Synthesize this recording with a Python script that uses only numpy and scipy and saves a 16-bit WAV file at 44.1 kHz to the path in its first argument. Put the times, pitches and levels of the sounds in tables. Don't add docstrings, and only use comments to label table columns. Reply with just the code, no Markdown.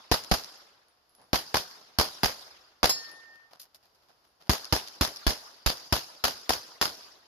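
import sys
import numpy as np
from scipy import signal
from scipy.fft import rfft, irfft, next_fast_len
from scipy.io import wavfile
from scipy.ndimage import uniform_filter1d, map_coordinates

SR = 44100
rng = np.random.default_rng(int(sys.argv[2]) if len(sys.argv) > 2 else 0)


def generate_wav(sig):
    pcm = np.round(np.clip(np.atleast_2d(sig).T, -1, 1) * 32767).astype(np.int16)
    wavfile.write(sys.argv[1], SR, pcm)


N = 320587

# (time [s], strength [dB], tilt [dB/octave], L-R [dB], pressure push [dB],
# microphone thump [dB], thump L-R [dB])
SHOTS = [(0.1146, -.5, -.7, 2, -11.5, -21, -7), (0.3136, -0.87, -1.5, 0.5, -10.5, -17, -6.5),
         (1.3311, -1, -2.7, 1.4, -20, -26, -7.5), (1.543, -1, -2.5, 0.5, -25, -33, 15),
         (1.9864, 1, 0.5, 0, -13.5, -19.5, 0), (2.233, 0.5, -2.5, -2.7, -20, -29, -16.5),
         (2.831, 2.2, -3.5, -3.5, -18.5, -25, -11.5), (4.4948, 0.34, -0.2, 3.5, -13, -18, 7),
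         (4.725, -.3, -1.4, -6.5, -12, -18.5, 3.5), (5.0107, 0, 0, -1.8, -12.5, -19, -1.5),
         (5.2666, -0.7, -0.2, 4.5, -15.5, -14, -7.5), (5.6615, -0.7, 0.3, -2.5, -14.5, -17.5, -8),
         (5.9246, -.5, -0.5, 0.4, -14, -21, 8), (6.2396, -0.06, 0, 1.4, -28.5, -35.5, 1),
         (6.4933, -0.54, 0.2, 2.5, -24.5, -31.5, 10), (6.8134, 0, -.3, 2, -30, -39, -3)]
# (from time [s], direct [dB], ground [dB], prop delay [s],
# prop [dB], berm delay [s], berm [dB], berm t60 [s], far slap delay [s], far slap [dB])
STANCES = [(0, -15.5, -16.5, .007, -15.5, 0.025, -21.5, .06, .1228, -37),
           (1, -14, -17.5, .0125, -19, .026, -18, .028, 0.16, -48),
           (1.8, -14.5, -22, .0114, -15.5, 0.025, -18, .026, 0.15, -51),
           (4, -16.5, -17, .010, -19.5, .039, -20.5, .013, .15, -36.5),
           (5.15, -17, -15, .0115, -19.5, .0404, -19.5, 0.011, .11, -43),
           (6.1, -16.5, -17, .012, -17, .0418, -20.5, 0.014, 0.13, -47)]
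# (time [s], level [dB])
EARLIER_SHOT = (-0.35, -36.5)
# (time [s], level [dB], length, twice the swell's rise [s], tilt [dB/octave])
STEPS = [(1.17, -62.5, 0.07, -4.5), (3.505, -57, 0.043, -2), (3.594, -42.5, .013, 5.5),
         (3.607, -43, 0.023, 6.5), (3.744, -53, 0.017, 3.5), (3.825, -63, 0.014, 1), (3.947, -61.5, .01, 3),
         (4.083, -63.5, 0.033, -4), (4.394, -61, 0.056, -1), (4.46, -57.5, 0.018, -1.5)]
# (start [s], end [s])
RUN_S = (3.2, 4.36)
# (time [s], level [dB], lower mode [Hz])
CASES = [(.575, -57.5, 11520), (.884, -59, 9880), (1.094, -59, 11050), (1.15, -52.5, 11000),
         (1.215, -56, 10100), (3.115, -47, 10550), (4.275, -65, 10460)]
# (pitch [Hz], level [dB], t60 [s])
PLATE_MODES = [(2820, -48.5, 0.56), (3343, -48, 0.32), (4130, -39, 0.28), (4377, -39, 0.48),
               (4670, -45, 0.25), (4867, -42, .23), (5170, -33, 0.37), (5145, -31, 0.12), (5437, -41, .18),
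               (6735, -29.5, 0.26), (7892, -26.5, .17), (10500, -38.5, .12), (12255, -33.5, 0.14),
               (12560, -37.5, .1)]
PORT_NULL_LOBES = (0.66, .25)
# (frequency [Hz], density [dB/Hz])
CRACK_SPECTRUM = [(40, -24), (150, 3.5), (400, -1), (700, 8.5), (1400, 4.5), (3000, 5), (6000, -3.5),
                  (15000, -5.5)]
BAY_SPECTRUM = [(30, -3.5), (100, -0.5), (300, 1), (750, 5.5), (1500, 2), (3000, 4.5), (6000, -1),
                (15000, -7)]
WOODS_SPECTRUM = [(30, -9.5), (90, -5), (170, -4.5), (330, -1), (800, 0.5), (1400, 1), (2200, -0.5),
                  (3500, 2), (5000, 3), (9000, -0.5), (15000, -8.5)]
BREEZE_SPECTRUM = [(25, -2.5), (70, 3), (200, -5), (800, 2), (1500, -2), (3000, -3.5), (6000, -12),
                   (15000, -15.5)]
SLAP_SPECTRUM = [(300, -20.5), (2000, -2.5), (4800, 2), (15000, -11.5)]
# (frequency [Hz], gain [dB])
MIC_RESPONSE = [(20, -7), (45, 0), (700, 3), (1500, 2), (2300, -4), (3300, -0.5), (4000, 2.5), (5000, 11.5),
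                (5900, 3.5), (6800, 1), (8300, -14), (9700, 0), (11500, 3.5), (14600, -1.5), (15100, -27),
                (16500, -44)]
# (frequency [Hz], t60 [s])
BAY_T60 = [(60, 0.22), (300, 0.22), (1000, 0.23), (5000, .21), (14000, 0.21)]
WOODS_T60 = [(60, 0.51), (300, 1.27), (900, 1.63), (2500, 1.44), (5000, 0.94), (11000, 0.78)]
# (frequency [Hz], correlation [0..1])
LIKENESS = [(100, 0.66), (300, .75), (600, .55), (1200, 0.0028), (3000, 0.0032)]

BAY_DB, WOODS_DB = -18, -40.6
GROUND_DELAY_S = .0033
PROP_T60_S, PROP_TILT_DB_PER_OCT, PROP_PAN_DB = 0.024, -1.76, 0
BERM_TILT_DB_PER_OCT, BERM_PAN_DB = -.4, -2.5
ECHO_PAN_SCATTER_DB = 1.5
SLAP_GAP_S, SLAP_T60_S = 0.0086, 0.015
GRIT_DB, GRIT_SCATTER_DB, GRIT_LENGTH_S, GRIT_TILT_DB_PER_OCT = -67, 1.5, 0.026, 0.2
TONE_HZ, TONE_DB, TONE_RISE_S, TONE_T60_S = 1821, -35.5, .15, 2.08
TONE_LEAD_RAD = 1.35
LOBE_S, LOBE_FLOOR_DB = .447, -18.5
LANDING_S, LANDED_T60_S = 0.56, .2
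SATURATION_LEVEL, TOP_HZ = .5, 16500


def amp(db):
    return 10 ** (np.asarray(db) / 20)


def unit(x):
    return x / np.sqrt(np.mean(x ** 2) + 1e-20)


def along(points, hz):
    point_hz, values = np.transpose(points)
    return np.interp(np.log(hz + 1), np.log(point_hz), values)


def clock(seconds):
    return np.arange(next_fast_len(int(seconds * SR))) / SR


def fade(t, t60):
    return np.exp(-np.log(1000) * t / np.maximum(t60, 1e-4))


def panned(db):
    return amp(np.array([[db], [-db]]) / 2)


def add(track, s, sound):
    start = round(s * SR)
    part = sound[..., max(-start, 0):N - start]
    track[:, max(start, 0):][:, :part.shape[-1]] += part


def noise(t, spectrum, tilt_db=0):
    hz = np.fft.rfftfreq(len(t), 1 / SR)
    turn = np.arccos(np.clip(along(LIKENESS, hz), -1, 1)) / 2
    gain = amp(along(spectrum, hz) + tilt_db * np.log2(np.maximum(hz, 700)))
    white = rfft(rng.standard_normal((2, len(t))))
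    mid, side = irfft(white * gain * [np.cos(turn), np.sin(turn)], len(t))
    return unit(np.array([mid + side, mid - side]))


def tail(t, spectrum, t60s, patchy_db, tilt_db):
    hz, s, z = signal.stft(noise(t, spectrum, tilt_db), SR, nperseg=512)
    field = uniform_filter1d(rng.standard_normal(z.shape[1:]), size=7, axis=0)
    field = uniform_filter1d(field, size=4, axis=1)
    patches = unit(amp(patchy_db * unit(field)))
    decay = fade(s, along(t60s, hz)[:, None])
    return signal.istft(z * patches * decay, SR, nperseg=512)[1][:, :len(t)]


def flutter(t, rate, depth_db):
    knots = rng.standard_normal(int(t[-1] * rate) + 4)
    return unit(amp(depth_db * map_coordinates(knots, [t * rate], mode="nearest")))


def shock(t, length):
    u = np.maximum(t, 0) / length
    return (t > 0) * (1 - u) * np.exp(-u)


def crack(t60, tilt_db, front):
    t = clock(.12)
    lag_s = rng.uniform(0, .0003, (2, 1))
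    splinters = noise(t, CRACK_SPECTRUM, tilt_db) * fade(t, t60)
    return front * shock(t - lag_s, length=0.00018) + splinters


def stance(s):
    return [row[1:] for row in STANCES if row[0] <= s or row is STANCES[0]][-1]


def breeze():
    t = clock(N / SR + 1)
    return (amp(-70.5) * noise(t, BREEZE_SPECTRUM) * flutter(t, rate=3, depth_db=1.8))[:, :N]


def woods(tilt_db):
    t = clock(2)
    swell = 1 - np.exp(-(t / 0.11) ** 2)
    deepest = 1 / (1 + (t / 0.97) ** 6)
    rolling = tail(t, WOODS_SPECTRUM, WOODS_T60, patchy_db=3.0, tilt_db=tilt_db)
    return rolling * swell * deepest * flutter(t, rate=140, depth_db=0.84)


def reverberation():
    out, t = np.zeros((2, N)), clock(0.45)
    fill = (1 - np.exp(-t / 0.0051)) / (1 + amp(6.5) * fade(t, t60=.16))
    for s, db, tilt_db, *_ in SHOTS:
        colour_db = 0.12 * tilt_db + .3
        bay = tail(t, BAY_SPECTRUM, BAY_T60, patchy_db=2.0, tilt_db=colour_db)
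        bay = bay * fill * flutter(t, rate=350, depth_db=1.5)
        add(out, s, amp(db + BAY_DB) * bay)
        add(out, s, amp(db + WOODS_DB) * woods(colour_db))
    s, db = EARLIER_SHOT
    add(out, s, amp(db) * woods(0))
    return out


def pressure_push(t):
    low = .7 * np.sin(2 * np.pi * 135 * t) * fade(t, t60=.023)
    high = .45 * np.sin(2 * np.pi * 250 * t) * fade(t, t60=.026)
    churn_spectrum = [(40, -12), (110, -2.0), (210, 0.5), (330, -6.5), (600, -25.5), (2000, -60)]
    churn = .3 * noise(t, churn_spectrum) * fade(t, t60=.06)
    return low + high + churn


def microphone_thump(t, pan_db):
    late = np.maximum(t - np.array([[0], [.0006]]) * max(-pan_db, 0), 0)
    swing = -np.sin(2 * np.pi * 58 * late) * fade(late, t60=.1)
    return panned(pan_db) * swing / (1 + (t / 0.035) ** 6)


def pistol():
    out, t = np.zeros((2, N)), clock(.25)
    for s, db, tilt_db, pan_db, push_db, thump_db, thump_pan_db in SHOTS:
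        direct_db, ground_db, *_ = stance(s)
        direct = panned(pan_db) * crack(t60=0.021, tilt_db=tilt_db, front=1.3)
        ground = panned(pan_db) * crack(t60=0.019, tilt_db=tilt_db, front=-0.18)
        add(out, s, amp(db + direct_db) * direct)
        add(out, s + GROUND_DELAY_S, amp(db + ground_db) * ground)
        add(out, s, amp(push_db) * pressure_push(t))
        add(out, s, amp(thump_db) * microphone_thump(t, thump_pan_db))
    return out


def echoes():
    out, t = np.zeros((2, N)), clock(.06)
    for s, db, *_ in SHOTS:
        _, _, prop_s, prop_db, berm_s, berm_db, berm_t60, slap_s, slap_db = stance(s)
        prop_pan, berm_pan = rng.normal([PROP_PAN_DB, BERM_PAN_DB], ECHO_PAN_SCATTER_DB)
        prop = panned(prop_pan) * crack(t60=PROP_T60_S, tilt_db=PROP_TILT_DB_PER_OCT, front=0.87)
        berm = panned(berm_pan) * crack(t60=berm_t60, tilt_db=BERM_TILT_DB_PER_OCT, front=0.71)
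        add(out, s + prop_s, amp(db + prop_db) * prop)
        add(out, s + berm_s, amp(db + berm_db) * berm)
        for delay_s in slap_s, slap_s + SLAP_GAP_S:
            slap = noise(t, SLAP_SPECTRUM) * fade(t, SLAP_T60_S)
            add(out, s + delay_s, amp(db + slap_db) * slap)
    return out


def brass():
    out, t = np.zeros((2, N)), clock(.4)
    for s, db, hz in CASES:
        modes = np.sin(2 * np.pi * hz * t) + .5 * np.sin(2 * np.pi * (hz + 70) * t)
        ring = modes * fade(t, t60=0.22)
        tick = noise(t, CRACK_SPECTRUM, tilt_db=3) * fade(t, t60=0.017)
        add(out, s, amp(db) * (amp(-11.5) * ring + amp(-2.5) * tick))
    return out


def loose_stones(count):
    start, end = RUN_S
    rows = []
    for k in range(count):
        s = start + (end - start) * (k + rng.uniform()) / count
        db = GRIT_DB + GRIT_SCATTER_DB * rng.standard_normal()
        rows.append((s, db, GRIT_LENGTH_S, GRIT_TILT_DB_PER_OCT))
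    return rows


def footsteps():
    out, t = np.zeros((2, N)), clock(.4)
    for s, db, length_s, tilt_db in STEPS + loose_stones(count=7):
        u = 2 * t / max(length_s, .002)
        swell = (u * np.exp(1 - u)) ** 1.44
        grains = noise(t, CRACK_SPECTRUM, tilt_db) * flutter(t, rate=410, depth_db=4.0)
        add(out, s, amp(db) * grains * swell)
    return out


def tipping_tone(t):
    lobes = np.sin(np.pi * ((t / LOBE_S) ** 2 - np.array(PORT_NULL_LOBES)[:, None]))
    cycle = 2 * np.pi * TONE_HZ * t + np.array([[0], [TONE_LEAD_RAD]])
    ring = lobes * np.sin(cycle) + amp(LOBE_FLOOR_DB) * np.cos(cycle)
    landed = fade(np.maximum(t - LANDING_S, 0), LANDED_T60_S)
    envelope = (1 - np.exp(-t / TONE_RISE_S)) * fade(t, TONE_T60_S) * landed
    return amp(TONE_DB) * ring * envelope


def steel_target():
    out, t, struck_s = np.zeros((2, N)), clock(0.85), 2.8945
    for hz, db, t60 in PLATE_MODES:
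        phase = rng.uniform(0, 2 * np.pi, (2, 1))
        mode = np.sin(2 * np.pi * hz * t + phase) * fade(t, t60)
        add(out, struck_s, amp(db) * mode * flutter(t, rate=50, depth_db=2.5))
    add(out, struck_s, tipping_tone(t))
    splash = crack(t60=0.11, tilt_db=3.8, front=3.3)
    add(out, struck_s, amp(-22) * splash)
    return out


def scene():
    return pistol() + echoes() + reverberation() + steel_target() + footsteps() + brass() + breeze()


def record(dry):
    size = 2 * next_fast_len((N + SR) // 2)
    hz = np.fft.rfftfreq(size, 1 / SR)
    cepstrum = irfft(np.log(amp(along(MIC_RESPONSE, hz))))
    fold = 1 + np.sign(np.fft.fftfreq(size))
    port = np.exp(rfft(cepstrum * fold))
    voiced = irfft(rfft(dry, size) * port)
    squashed = voiced / (1 + np.abs(voiced / SATURATION_LEVEL) ** 4) ** (1 / 4)
    edge = np.clip((TOP_HZ - hz) / 1500, 0, 1) ** 1.5
    return irfft(rfft(squashed) * edge)[:, :N]


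dry = scene()
out = record(dry)
generate_wav(out)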